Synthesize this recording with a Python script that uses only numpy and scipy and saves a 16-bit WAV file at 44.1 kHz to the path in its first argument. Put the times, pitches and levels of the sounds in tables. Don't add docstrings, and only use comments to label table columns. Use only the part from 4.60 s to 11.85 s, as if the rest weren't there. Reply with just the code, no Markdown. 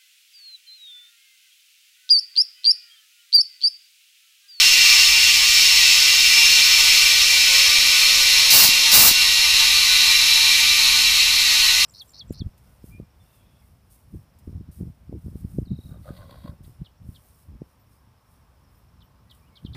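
import sys
import numpy as np
from scipy import signal
from scipy.fft import rfft, irfft, next_fast_len
from scipy.io import wavfile
from scipy.ndimage import map_coordinates

SR = 44100
rng = np.random.default_rng(int(sys.argv[2]) if len(sys.argv) > 2 else 0)


def to_wav(s):
    ch = np.atleast_2d(s).T
    pcm = np.round(np.clip(ch, -1, 1) * 32767)
    wavfile.write(sys.argv[1], SR, pcm.astype(np.int16))


N = 319706
t = np.arange(N) / SR
FFT_SIZE = next_fast_len(N + SR // 2)
HZ = np.fft.rfftfreq(FFT_SIZE, 1 / SR)

# (frequency [Hz], level [dB])
ROOM_SPECTRUM = [(15, -60), (35, -63.5), (65, -62), (90, -67.5), (120, -79), (200, -83.5), (500, -101)]
# (time [s], knock level [dB], tick level [dB])
VALVE_CLICKS = [(4.089, -19, -22), (4.512, -17, -22)]
# (opening time [s], shutting time [s], leak level [dB], gush level [dB])
VALVE_SPITS = [(3.902, 4.082, -0.5, -4), (4.313, 4.516, -1.5, 0)]
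# (frequency [Hz], level [dB])
LEAK_SPECTRUM = [(1500, -70.5), (3000, -85), (4400, -46.5), (5500, -48.5), (7000, -54.5), (8800, -59),
                 (11000, -57), (15000, -55.5)]
GUSH_SPECTRUM = [(40, -58), (150, -56), (450, -61.5), (950, -54.5), (1600, -57), (3000, -66), (5500, -54.5),
                 (7500, -52), (9000, -53.5), (11000, -51), (13000, -52), (15000, -45.5)]
# (peak time [s], peak level [dB], rise [dB/s], fall [dB/s])
BEATING_PAIR_PEAKS = [(.25, -24.5, 4.7, 3), (1.8, -22, 13, 3.2), (5.95, -25, 4.1, 7)]
UPPER_RING_PEAKS = [(.4, -20.5, 4, 8.5), (1.85, -22.5, 4, 7.1), (4.6, -26, 1.7, 2)]
LOW_TONE_PEAKS = [(.4, -55.5, 4, 4), (3.3, -47.5, 4.8, 5.7)]
LOW_WHISTLE_PEAKS = [(5.4, -21, 4, 1.7)]
# (frequency [Hz], width [Hz], level above the hiss [dB])
TANK_MODES = [(753, 14, 7), (909, 6, 22), (1079, 6, 19), (1187, 7, 21), (1286, 6, 15), (1313, 6, 11),
              (1488, 8, 19), (1536, 10, 10), (1706, 8, 14), (1838, 9, 12), (1913, 7, 19), (1951, 9, 10),
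              (2010, 7, 16), (2077, 11, 14), (2209, 11, 12), (2500, 10, 7), (2548, 7, 11), (2651, 14, 11),
              (3400, 14, 6), (3676, 7, 9), (3878, 10, 7), (3983, 16, 6), (4287, 9, 7), (4457, 9, 7),
              (4686, 8, 9), (5251, 11, 5), (6201, 20, 6)]
# (frequency [Hz], level when empty [dB], level when filled [dB])
JET_SPECTRUM = [(170, -82.5, -79.5), (374, -82.5, -82.5), (926, -78.5, -75), (1733, -71, -71.5),
                (2256, -57, -58), (2790, -53.5, -55.5), (3950, -52, -51.5), (4240, -50, -48),
                (4600, -51.5, -54), (4900, -54, -55), (6740, -56.5, -58.5), (9020, -66.5, -68.5),
                (9750, -65.5, -63), (12950, -69.5, -68.5), (15000, -68.5, -74)]


def amp(db):
    return 10 ** (np.asarray(db) / 20)


def unit(x):
    return x / np.sqrt(np.mean(np.abs(x) ** 2))


def colours(spectrum):
    hz, *columns = np.transpose(spectrum)
    return [amp(np.interp(np.log(HZ + 1), np.log(hz), db)) * np.sqrt(SR / 2) for db in columns]


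def filtered(x, gain):
    return irfft(rfft(x, FFT_SIZE) * gain, FFT_SIZE)[:N]


def noise(gain):
    return filtered(rng.standard_normal(FFT_SIZE), gain)


def wobble(rate):
    return map_coordinates(rng.standard_normal(int(N * rate / SR) + 4), [t * rate])


def resonance(hz, width):
    return 1 / (1 + (2 * (HZ - hz) / width) ** 2)


def swells(peaks):
    curves_db = [db - np.maximum(rise * (time - t), fall * (t - time)) for time, db, rise, fall in peaks]
    return amp(np.max(curves_db, axis=0))


def tone(hz, width):
    ring = signal.hilbert(noise(resonance(hz, width) * resonance(hz, 4 * width)))
    loudness = np.abs(unit(ring))
    return unit(ring.real / np.sqrt(loudness + 0.2))


def room_rumble():
    return noise(*colours(ROOM_SPECTRUM))


def reflections(x, echo_db=-11, ring_s=0.09, treble_hz=5000):
    echoes = unit(rfft(rng.standard_normal(N) * amp(-60 * t / ring_s), FFT_SIZE))
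    treble = HZ ** 2 / (HZ ** 2 + treble_hz ** 2)
    return filtered(x, 1 + amp(echo_db) * treble * echoes)


def valve_clicks(knock_hz=250, knock_s=0.019, tick_s=0.0067):
    sound = np.zeros(N)
    for time, knock_db, tick_db in VALVE_CLICKS:
        age = np.maximum(t - time, 0)
        knock = amp(knock_db - 60 * age / knock_s) * np.sin(2 * np.pi * knock_hz * age)
        tick = amp(tick_db - 60 * age / tick_s) * rng.standard_normal(N)
        sound += (t > time) * (tick - knock)
    return sound


def valve_spits(open_s=0.047, close_s=0.03, tail_s=0.2, sputter_db=0.5):
    leak, gush = np.zeros(N), np.zeros(N)
    for opens, shuts, leak_db, gush_db in VALVE_SPITS:
        cracked = np.clip((t - opens) / 0.003, 0, 1)
        gap = np.clip(np.minimum((t - opens) / open_s, (shuts - t) / close_s), 0, 1)
        tail = np.where(t < shuts, 1, amp(-2.5 - 60 * np.abs(t - shuts) / tail_s))
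        leak += amp(leak_db) * cracked * tail
        gush += amp(gush_db) * gap
    air = leak * noise(*colours(LEAK_SPECTRUM)) + gush * noise(*colours(GUSH_SPECTRUM))
    return air * amp(sputter_db * wobble(90))


def tank_singing(waver_db=0.9, hum_db=-55):
    pair = swells(BEATING_PAIR_PEAKS) * unit(tone(hz=2344, width=12) + tone(hz=2371, width=18))
    upper = swells(UPPER_RING_PEAKS) * tone(hz=2765, width=16)
    low = swells(LOW_TONE_PEAKS) * tone(hz=537, width=10)
    hum = amp(hum_db) * tone(hz=236, width=6)
    return pair + upper * amp(waver_db * wobble(5.98)) + low + hum


def tank_response(ring_s=0.16, crowd_share=0.68, blur_hz=11000):
    crowd = np.abs(unit(rfft(rng.standard_normal(N) * amp(-60 * t / ring_s), FFT_SIZE))) ** 2
    share = crowd_share / (1 + (HZ / blur_hz) ** 4)
    modes = sum(amp(db) ** 2 * resonance(hz, width) for hz, width, db in TANK_MODES)
    return np.sqrt(1 - share + share * crowd + modes)


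def air_jet(pressure_start_s=1.33, pressure_rise_s=3.25, surge_db=0.54, flutter_db=0.23):
    pressure = np.clip((t - pressure_start_s) / pressure_rise_s, 0, 1)
    tank = tank_response()
    empty, filled = [noise(tank * colour) for colour in colours(JET_SPECTRUM)]
    hiss = np.sqrt(1 - pressure) * empty + np.sqrt(pressure) * filled
    high_fade = amp(-21 - 0.2 * t ** 2)
    high_whistle = high_fade * unit(noise(tank * resonance(hz=5310, width=330)))
    low_whistle = swells(LOW_WHISTLE_PEAKS) * unit(noise(tank * resonance(hz=3960, width=300)))
    flow_db = 1.46 - 0.2439 * t
    unrest_db = surge_db * wobble(7) + flutter_db * wobble(45)
    return amp(flow_db + unrest_db) * (hiss + high_whistle + low_whistle)


def scene():
    mono = reflections(air_jet() + valve_spits() + valve_clicks()) + tank_singing() + room_rumble()
    return np.array([mono, mono])


def record(dry, threshold_db=-10.0, squeeze=0.53, window_s=0.058, top_hz=15300):
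    memory = np.exp(-1 / (window_s * SR))
    recent_power = signal.lfilter([1 - memory], [1, -memory], dry[0] ** 2)
    excess_db = np.maximum(10 * np.log10(recent_power + 1e-12) - threshold_db, 0)
    turned_down = dry * amp(-squeeze * excess_db)
    return np.array([filtered(side, HZ < top_hz) for side in turned_down])


dry = scene()
out = record(dry)
to_wav(out)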